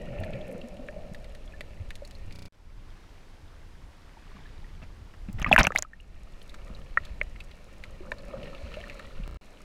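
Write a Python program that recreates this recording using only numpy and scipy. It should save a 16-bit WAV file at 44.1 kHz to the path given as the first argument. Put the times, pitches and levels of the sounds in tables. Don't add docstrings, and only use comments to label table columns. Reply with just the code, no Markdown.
import sys
import numpy as np
from scipy import signal
from scipy.fft import rfft, irfft, next_fast_len
from scipy.io import wavfile
from scipy.ndimage import uniform_filter1d, map_coordinates

SR = 44100
rng = np.random.default_rng(int(sys.argv[2]) if len(sys.argv) > 2 else 0)


def waveform_to_disk(signal):
    frames = np.transpose(np.atleast_2d(signal))
    scaled = np.clip(frames, -1, 1) * 32767
    samples = np.round(scaled).astype(np.int16)
    wavfile.write(sys.argv[1], SR, samples)


N = 425124

# time_s, level_db
SWELLS = [(0.0, -41), (0.25, -38), (0.42, -42), (0.7, -45), (1.0, -41.5), (1.5, -41), (1.68, -44),
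          (1.88, -37), (2.1, -45), (2.28, -35), (2.33, -42),
          (5.98, -41.5), (6.1, -39), (6.32, -42.5), (6.45, -44), (6.6, -40.5), (7.05, -39.5),
          (7.22, -37), (7.42, -42), (7.6, -49), (7.9, -42), (8.5, -43.5), (8.65, -40), (8.85, -44.5),
          (9.1, -45.5), (9.2, -33.5), (9.3, -42), (9.42, -49.5)]
# peak_s, half_width_s, hum_db, burble_db, fizz_db, fine_fizz_db
SURGES = [(0.26, 0.54, -43, -78, -53.5, -75), (6.7, 0.16, -58, -62, -71, -76.5),
          (7.05, 0.12, -61, -63.5, -68, -66), (1.0, 0.15, -51, -78, -75, -85),
          (8.381, 0.34, -51, -60, -69, -89), (8.78, 0.39, -53.5, -59.5, -57, -60),
          (8.459, 0.04, -45, -60, -52, -65)]
# start_s, level_db, pitch_hz, ring_cycles, optional rise_ratio
BUBBLES = [(0.074, -34.5, 175, 18), (0.10, -33, 122, 14), (0.185, -28, 92, 20), (0.285, -35, 160, 25),
           (0.335, -33, 130, 25), (0.6324, -36, 237, 35), (0.7903, -38, 255, 40), (0.885, -42, 620, 90),
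           (0.96, -40, 580, 70), (1.4775, -47.5, 3400, 76), (1.5234, -47, 2520, 60),
           (1.5364, -44.5, 1760, 140), (2.0196, -36, 570, 44), (4.17, -43.5, 900, 31),
           (4.367, -46, 1100, 32), (4.457, -45, 1730, 55), (4.644, -47.5, 1900, 71),
           (5.4266, -30.5, 6400, 53, 0.17), (5.4452, -12, 2130, 20), (5.4515, -33, 1940, 120),
           (5.4622, -20, 1200, 50), (5.4655, -26, 2540, 60), (5.5133, -8.5, 765, 15),
           (5.5175, -20, 3430, 80), (5.5276, 0, 2600, 33), (5.5309, -16.5, 620, 28),
           (5.5443, -18.5, 1900, 18), (5.5624, -1, 1630, 7.5), (5.5632, -19, 2650, 30),
           (5.5791, -5, 2610, 18), (5.5833, -9.5, 900, 9), (5.588, -14, 1560, 30), (5.5885, -8, 2330, 28),
           (5.597, -15, 3760, 37), (5.6045, -17, 2150, 40), (5.607, -16, 1330, 26), (5.6085, -19, 600, 12),
           (5.615, -20, 3100, 29), (5.6318, -12.5, 6000, 20, 0.3), (5.6412, -26, 5900, 50),
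           (5.644, -24, 620, 20), (5.6504, -13, 2260, 31), (5.6687, -19, 6130, 28), (5.6695, -12, 2660, 31),
           (5.67, -15, 1650, 12), (5.7047, -24, 1270, 26), (5.705, -30, 520, 9), (5.7205, -30, 1750, 20),
           (5.7505, -26, 760, 10), (5.7599, -7, 2120, 18), (5.7758, -21, 3900, 20, 0.18),
           (5.7856, -15, 6100, 19, 0.41), (5.789, -17, 6900, 32, 0.17), (5.824, -14.5, 6900, 26, 0.13),
           (5.8484, -38, 1283, 39), (5.9331, -37, 1820, 48), (6.0011, -43.5, 2844, 67),
           (8.0041, -38.5, 363, 30, 0.15), (8.3383, -30.5, 545, 66), (8.7683, -32, 630, 65, 0.3),
           (8.8391, -34, 1850, 40)]
# start_s, peak_db
TICKS = [(0.2019, -44), (0.2458, -46), (0.4788, -50), (0.5132, -48), (0.5257, -47), (6.428, -48)]
# start_s, body_db, pitch_hz, tick_db
SNAPS = [(0.2356, -31, 1850, -60), (0.334, -36, 2500, -58), (0.6145, -39, 2830, -58),
         (1.1466, -36.5, 1900, -47), (1.244, -44, 1900, -52), (1.3498, -43, 1810, -48.5),
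         (1.608, -37, 1880, -42.5), (1.9055, -30, 1900, -46), (1.9548, -43, 1960, -40.5),
         (2.05, -36.5, 4180, -45), (2.11, -45.5, 1860, -46), (2.151, -41.5, 4120, -57),
         (2.309, -40, 2100, -57.5), (2.3238, -50, 5300, -49), (6.4168, -44, 2830, -55),
         (6.4945, -41.5, 3770, -52), (6.542, -38, 1460, -52), (6.749, -40, 4050, -56),
         (7.0516, -47, 3480, -45), (7.3612, -39.5, 2080, -62), (7.404, -35.5, 2540, -48),
         (7.513, -47, 2570, -54), (7.8381, -29.5, 1950, -46), (8.118, -40, 3570, -46),
         (8.184, -41.5, 4200, -55), (8.4308, -37, 2700, -58), (8.548, -38, 2660, -60),
         (8.7406, -35, 2770, -54), (8.8982, -30, 2200, -54), (8.994, -33.5, 1750, -52),
         (9.2364, -41, 2490, -62)]
# start_s, ring_db, pitch_hz, ring_cycles, blow_db
KNOCKS = [(0.8865, -43, 1660, 60, -27), (1.6081, -31.5, 1960, 51, -26), (6.9727, -12.5, 1340, 27, -22),
          (6.9732, -10.5, 1860, 48, -40), (7.214, -12.5, 2080, 12, -19.5), (8.1178, -21.5, 1750, 10, -43),
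          (8.1195, -34, 1006, 33, -20.5)]
# start_s, peak_db, pitch_hz
BUMPS = [(1.113, -35, 170), (1.799, -32, 90), (5.338, -30, 110), (5.513, -22, 215), (5.669, -25, 185),
         (6.70, -38, 196), (8.62, -32, 70), (9.193, -28.5, 32.5), (9.195, -33, 178)]
# pitch_hz, level_db, t60_s
CASE_MODES = [(610, 3, 0.032), (1323, -10, 0.016), (1820, 3, 0.026), (2330, 10, 0.0067), (2660, 0.5, 0.012),
              (3450, -15.5, 0.012), (4035, -14.5, 0.011), (4480, -11, 0.014), (5230, -22, 0.014),
              (6470, -15.5, 0.009), (7150, -20.5, 0.009)]
# start_s, stop_s, resume_s, gap_s, click_db
STUTTERS = [(2.321, 2.486, 2.524, .003, -35), (9.2445, 9.373, 9.412, .0055, -37)]
# lowest_s, depth_db
DIPS = [(2.52, 7), (5.86, 9)]
# time_s, level_db
GUSTS = [(2.55, -54), (2.72, -43), (2.99, -49.5), (3.02, -53), (3.88, -48.5), (3.91, -56), (4.64, -44.5),
         (5.14, -50), (5.42, -33.5)]
# peak_s, half_width_s, level_db
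RIPPLES = [(3.05, 0.39, -64), (4.42, 0.34, -59)]
# start_s, churn_db, thud_db, hold_s
SLAPS = [(4.347, -61, -52.5, 0.051), (4.818, -52.5, -48, 0.022), (5.137, -51, -63, 0.0057),
         (5.285, -54.5, -33, 0.012), (5.3837, -43.5, -45, 0.022), (5.4165, -35.5, -31.5, 0.0088),
         (5.445, -34, -48, 0.0027), (5.462, -40, -32, 0.03), (5.515, -32, -29, 0.026),
         (5.579, -19, -34, 0.0076), (5.587, -21, -19.5, 0.022), (5.636, -31, -38, 0.016),
         (5.6685, -19, -22, 0.0017), (5.72, -31, -51, 0.0015), (5.751, -37, -44, 0.015),
         (5.785, -32, -47, 0.003), (5.8235, -33.5, -56, 0.002)]
# start_s, level_db
DROPS = [(5.3297, -39), (5.3983, -41), (5.4181, -36), (5.493, -39), (5.528, -29.5), (5.535, -25),
         (5.545, -33), (5.5628, -26), (5.587, -20), (5.594, -21), (5.606, -26), (5.642, -29), (5.6688, -25),
         (5.6768, -36), (5.749, -41), (5.76, -29), (5.776, -37), (5.784, -28), (5.788, -28), (5.824, -30)]
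# frequency_hz, density_db
RUMBLE_SPECTRUM = [(10, 8.5), (22, 4.5), (45, 0), (80, -8), (140, -18.5), (300, -31), (700, -50.5)]
GURGLE_SPECTRUM = [(60, -12.5), (120, -7.5), (190, 2), (280, -8.5), (380, -7), (800, -15.5), (1500, -57)]
BURBLE_SPECTRUM = [(780, -11.5), (950, 2), (1290, -2.5), (1550, -17)]
FIZZ_SPECTRUM = [(700, -13.5), (1130, -20), (1380, -0.5), (1600, -11), (1850, 1.2), (2450, 1.2), (2900, 2),
                 (3600, -10.5), (5500, -26.5)]
FINE_FIZZ_SPECTRUM = [(2800, -15.5), (3600, -6.5), (4050, 1), (4700, -8.5), (5400, -9), (8000, -15.5)]
HISS_SPECTRUM = [(300, 17), (1000, 11.5), (3000, 1), (5000, 0), (7000, -4.5), (10000, -9), (14000, -15),
                 (16000, -24)]
WIND_SPECTRUM = [(10, 0), (26, 8), (50, -2.5), (85, -5), (130, -15), (300, -25), (600, -43), (1500, -53)]
LAPPING_SPECTRUM = [(150, 11), (350, 0.5), (900, -11), (1800, -3), (3000, -8), (5000, -13.5),
                    (10000, -37.5)]
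CHURN_SPECTRUM = [(200, -19), (400, -10.5), (600, -12), (1050, -8), (1700, -3.5), (2600, -1.5),
                  (3200, -8.5), (3800, -10), (6000, -14), (9000, -22.5), (15000, -25)]
THUD_SPECTRUM = [(15, -10.5), (40, -1.5), (90, -4), (150, -7), (195, 0.5), (290, -14), (500, -35.5),
                 (1000, -55)]

SURFACE_S, SUBMERGED_S = 2.5, 5.8
TIME_S = np.arange(N) / SR


def from_db(db):
    return 10 ** (np.asarray(db) / 20)


def unit_rms(x):
    return x / np.sqrt(np.mean(x ** 2) + 1e-20)


def unit_peak(x):
    return x / (np.abs(x).max() + 1e-20)


def add(out, start_s, sound):
    i = max(0, round(start_s * SR))
    out[i:i + len(sound)] += sound[:N - i]


def gain_curve(rows):
    return from_db(np.interp(TIME_S, *np.transpose(rows)))


def bell_curve(rows, calm_db, power=1):
    bells = [from_db(db) / (1 + ((TIME_S - peak_s) / width_s) ** 2) ** power
             for peak_s, width_s, db in rows]
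    return np.sqrt(from_db(calm_db) ** 2 + np.sum(np.square(bells), axis=0))


def wander(per_s):
    return np.interp(TIME_S * per_s, np.arange(1000), rng.standard_normal(1000))


def waver(x, depth_ratio):
    speed = 1 + depth_ratio * wander(per_s=14)
    return map_coordinates(x, [np.cumsum(speed)], order=1, mode="mirror")


def colour(x, spectrum):
    size = next_fast_len(N)
    hz, db = np.transpose(spectrum)
    bin_hz = np.maximum(np.arange(size // 2 + 1) * SR / size, 1)
    gain = from_db(np.interp(np.log(bin_hz), np.log(hz), db))
    rolloff = np.minimum(1, np.minimum(bin_hz / hz[0], hz[-1] / bin_hz)) ** 2
    return unit_rms(irfft(rfft(x, size) * gain * rolloff, size)[:N])


def noise(spectrum):
    return colour(rng.standard_normal(N), spectrum)


def steady(x, window_s):
    power = uniform_filter1d(x ** 2, int(window_s * SR))
    return x / np.sqrt(np.abs(power) + 1e-9)


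def ring(x, hz, t60_s):
    r, w = from_db(-60 / (max(t60_s, 0.001) * SR)), 2 * np.pi * hz / SR
    return signal.lfilter([0, np.sin(w)], [1, -2 * r * np.cos(w), r * r], x + 1e-18)


def band(x, hz, width_hz):
    r, w = np.exp(-np.pi * width_hz / SR), 2 * np.pi * hz / SR
    return (1 - r * r) / 2 * signal.lfilter([1, 0, -1], [1, -2 * r * np.cos(w), r * r], x + 1e-18)


def clicks(per_s, spread_db):
    hits = rng.random(N) < per_s / SR
    sizes = from_db(spread_db * np.minimum(rng.exponential(1, N), 4))
    return hits * sizes * rng.choice([-1, 1], N)


def crack(t60_s):
    t = np.arange(SR // 16) / SR
    return (t == 0) + 0.16 * rng.standard_normal(len(t)) * from_db(-60 * t / t60_s)


def case_ring(x):
    return sum(from_db(db) * ring(x, hz, t60_s) for hz, db, t60_s in CASE_MODES)


def bubble_cloud(per_s, spread_db, low_hz, high_hz, cycles):
    births, sizes = clicks(per_s, spread_db), rng.integers(0, 24, N)
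    pitches_hz = np.geomspace(low_hz, high_hz, 24)
    return unit_rms(sum(ring(births * (sizes == k), hz, cycles / hz) for k, hz in enumerate(pitches_hz)))


def pulsation(hz, ring_cycles, rise_ratio=0.045):
    t60_s = ring_cycles / hz
    t = np.arange(int(1.3 * t60_s * SR)) / SR
    phase_cycles = hz * t * (1 + rise_ratio * (t / t60_s - 1 / 3))
    envelope = (1 - np.exp(-phase_cycles ** 2)) * from_db(-60 * t / t60_s)
    return unit_peak(envelope) * np.sin(2 * np.pi * phase_cycles)


def rumble():
    return gain_curve(SWELLS) * steady(noise(RUMBLE_SPECTRUM), window_s=0.13)


def gurgle(flow, slosh):
    gain = np.hypot(from_db(-1.5) * flow, from_db(-60) * slosh)
    eddies = noise(GURGLE_SPECTRUM)
    eddies += 0.6 * bubble_cloud(per_s=70, spread_db=3, low_hz=120, high_hz=280, cycles=18)
    return gain * steady(eddies, window_s=0.84)


def hum(flow):
    resonance = band(band(rng.standard_normal(N), hz=576, width_hz=70), hz=505, width_hz=150)
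    return flow * steady(waver(resonance, depth_ratio=0.06), window_s=0.087)


def fizz(burble_gain, fizz_gain, fine_gain):
    crackle = waver(case_ring(clicks(per_s=1300, spread_db=3.3)), depth_ratio=0.04)
    pings = bubble_cloud(per_s=170, spread_db=3, low_hz=1250, high_hz=3400, cycles=30)
    froth = unit_rms(crackle) + from_db(-3.5) * pings + from_db(-4.5) * rng.standard_normal(N)
    return (burble_gain * colour(froth, BURBLE_SPECTRUM)
            + fizz_gain * colour(froth, FIZZ_SPECTRUM)
            + fine_gain * colour(froth, FINE_FIZZ_SPECTRUM))


def surges():
    peak_s, width_s, hum_db, burble_db, fizz_db, fine_db = np.transpose(SURGES)
    slosh = from_db(1.5 * wander(per_s=11))
    flow = slosh * bell_curve(zip(peak_s, width_s, hum_db), calm_db=-74.5)
    burble_gain = slosh * bell_curve(zip(peak_s, width_s, burble_db), calm_db=-78.5)
    fizz_gain = bell_curve(zip(peak_s, width_s, fizz_db), calm_db=-67, power=3)
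    fine_gain = bell_curve(zip(peak_s, width_s, fine_db), calm_db=-72)
    return gurgle(flow, slosh) + hum(flow) + fizz(burble_gain, fizz_gain, fine_gain)


def far_shrimp():
    snaps = signal.fftconvolve(clicks(per_s=16, spread_db=3.6), crack(t60_s=0.02))[:N]
    return from_db(-75) * unit_rms(band(band(snaps, hz=5800, width_hz=5000), hz=6500, width_hz=9000))


def bubbles(rows):
    out = np.zeros(N)
    for start_s, db, hz, ring_cycles, *rise_ratio in rows:
        width_hz = min(0.18 * hz, SR / 8)
        pinch = band(band(crack(t60_s=0.016), hz, width_hz), hz, 2 * width_hz)
        add(out, start_s, from_db(db - 16) * unit_peak(pinch))
        add(out, start_s, from_db(db) * pulsation(hz, ring_cycles, *rise_ratio))
    return out


def distant_snaps():
    out = np.zeros(N)
    for start_s, peak_db in TICKS:
        tick = band(band(crack(t60_s=0.03), hz=9500, width_hz=6000), hz=9000, width_hz=8000)
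        add(out, start_s, from_db(peak_db) * unit_peak(tick))
    return out


def near_shrimp():
    out = np.zeros(N)
    for start_s, body_db, hz, tick_db in SNAPS:
        burst = crack(t60_s=0.034)
        ringing = unit_peak(case_ring(burst))
        tone = unit_peak(band(burst, hz, width_hz=360))
        body = unit_peak(band(ringing + 4.2 * tone, hz, width_hz=2800))
        upper = unit_peak(band(band(ringing, hz=4100, width_hz=1500), hz=4100, width_hz=1500))
        tick = unit_peak(band(band(crack(t60_s=0.034), hz=7400, width_hz=14000), hz=6100, width_hz=4700))
        add(out, start_s, from_db(body_db - 0.5) * body + from_db(tick_db + 4.5) * (tick + upper))
    return out


def pocket_knocks():
    out = bubbles([row[:4] for row in KNOCKS])
    soften = signal.butter(4, [430, 2520], "band", fs=SR, output="sos")
    blow = signal.sosfilt(soften, signal.unit_impulse(SR // 10))
    knock = unit_peak(case_ring(blow))
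    for start_s, *_, blow_db in KNOCKS:
        add(out, start_s, from_db(blow_db) * knock)
    return out


def water_bumps():
    out = np.zeros(N)
    for start_s, peak_db, hz in BUMPS:
        add(out, start_s, from_db(peak_db) * pulsation(hz, ring_cycles=6.6))
    return out


def dip_gain(fall_s=0.04, recovery_db_per_s=18):
    loss_db = sum(np.interp(TIME_S, [at_s - fall_s, at_s, at_s + db / recovery_db_per_s], [0, db, 0])
                  for at_s, db in DIPS)
    return from_db(-loss_db)


def wind():
    return from_db(3.5) * gain_curve(GUSTS) * steady(noise(WIND_SPECTRUM), window_s=0.18)


def ripples():
    trickle = bubble_cloud(per_s=150, spread_db=2.6, low_hz=850, high_hz=3800, cycles=26)
    return bell_curve(RIPPLES, calm_db=-64) * (noise(LAPPING_SPECTRUM) + from_db(-6) * trickle)


def slaps():
    coarse_gain, fine_gain, thud_gain = np.zeros((3, N))
    t = np.arange(SR // 2) / SR
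    for start_s, churn_db, thud_db, hold_s in SLAPS:
        t60_s = 0.02 + 2.4 * hold_s
        envelope = np.minimum(t / 0.001, 1) * from_db(-60 * np.maximum(t - hold_s, 0) / t60_s)
        add(coarse_gain, start_s, from_db(churn_db) * envelope)
        add(fine_gain, start_s, from_db(churn_db) * envelope ** 1.6)
        add(thud_gain, start_s, from_db(thud_db) * envelope)
    cloud = bubble_cloud(per_s=1500, spread_db=2.4, low_hz=570, high_hz=7000, cycles=24)
    froth = steady(colour(cloud + 0.21 * rng.standard_normal(N), CHURN_SPECTRUM), window_s=0.016)
    coarse = signal.sosfiltfilt(signal.butter(4, 3300, fs=SR, output="sos"), froth)
    churn = coarse_gain * coarse + fine_gain * (froth - coarse)
    boom = from_db(-1) * band(churn, hz=610, width_hz=60)
    thud = thud_gain * steady(noise(THUD_SPECTRUM), window_s=0.039)
    return churn + boom + thud


def spray():
    out = np.zeros(N)
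    for start_s, db in DROPS:
        tick = band(crack(t60_s=0.016), hz=8000, width_hz=8000)
        add(out, start_s, from_db(db + 2) * unit_peak(tick))
    return out


def scene():
    in_air = np.interp(TIME_S, [SURFACE_S, SURFACE_S + 0.01, SUBMERGED_S - 0.5, SUBMERGED_S], [0, 1, 1, 0])
    below = rumble() + surges() + far_shrimp()
    above = wind() + ripples()
    hiss = from_db(-60.5) * noise(HISS_SPECTRUM)
    background = dip_gain() * ((1 - in_air) * below + in_air * above + hiss)
    events = bubbles(BUBBLES) + distant_snaps() + near_shrimp() + pocket_knocks() + water_bumps()
    return (background + events + slaps() + spray())[None]


def record(dry):
    slice_s, ramp_s, click_decay_s, stopband_hz = 1 / 30, 0.002, 0.004, 16600
    out, size = dry.copy(), round(slice_s * SR)
    t = np.arange(size) / SR
    for *times_s, gap_s, click_db in STUTTERS:
        start, stop, resume = (round(s * SR) for s in times_s)
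        click = from_db(click_db) * np.exp(-t / click_decay_s)
        gate = np.clip(np.minimum(t, slice_s - gap_s - t) / ramp_s, 0, 1)
        stuck = dry[:, start:start + size] * gate + click
        out[:, start + size:stop] = stuck[:, np.arange(stop - start - size) % size]
        out[:, stop:resume] *= from_db(-40)
    lowpass = signal.cheby2(16, 60, stopband_hz, fs=SR, output="sos")
    return signal.sosfilt(lowpass, np.clip(out, -1, 1))


dry = scene()
out = record(dry)
waveform_to_disk(out)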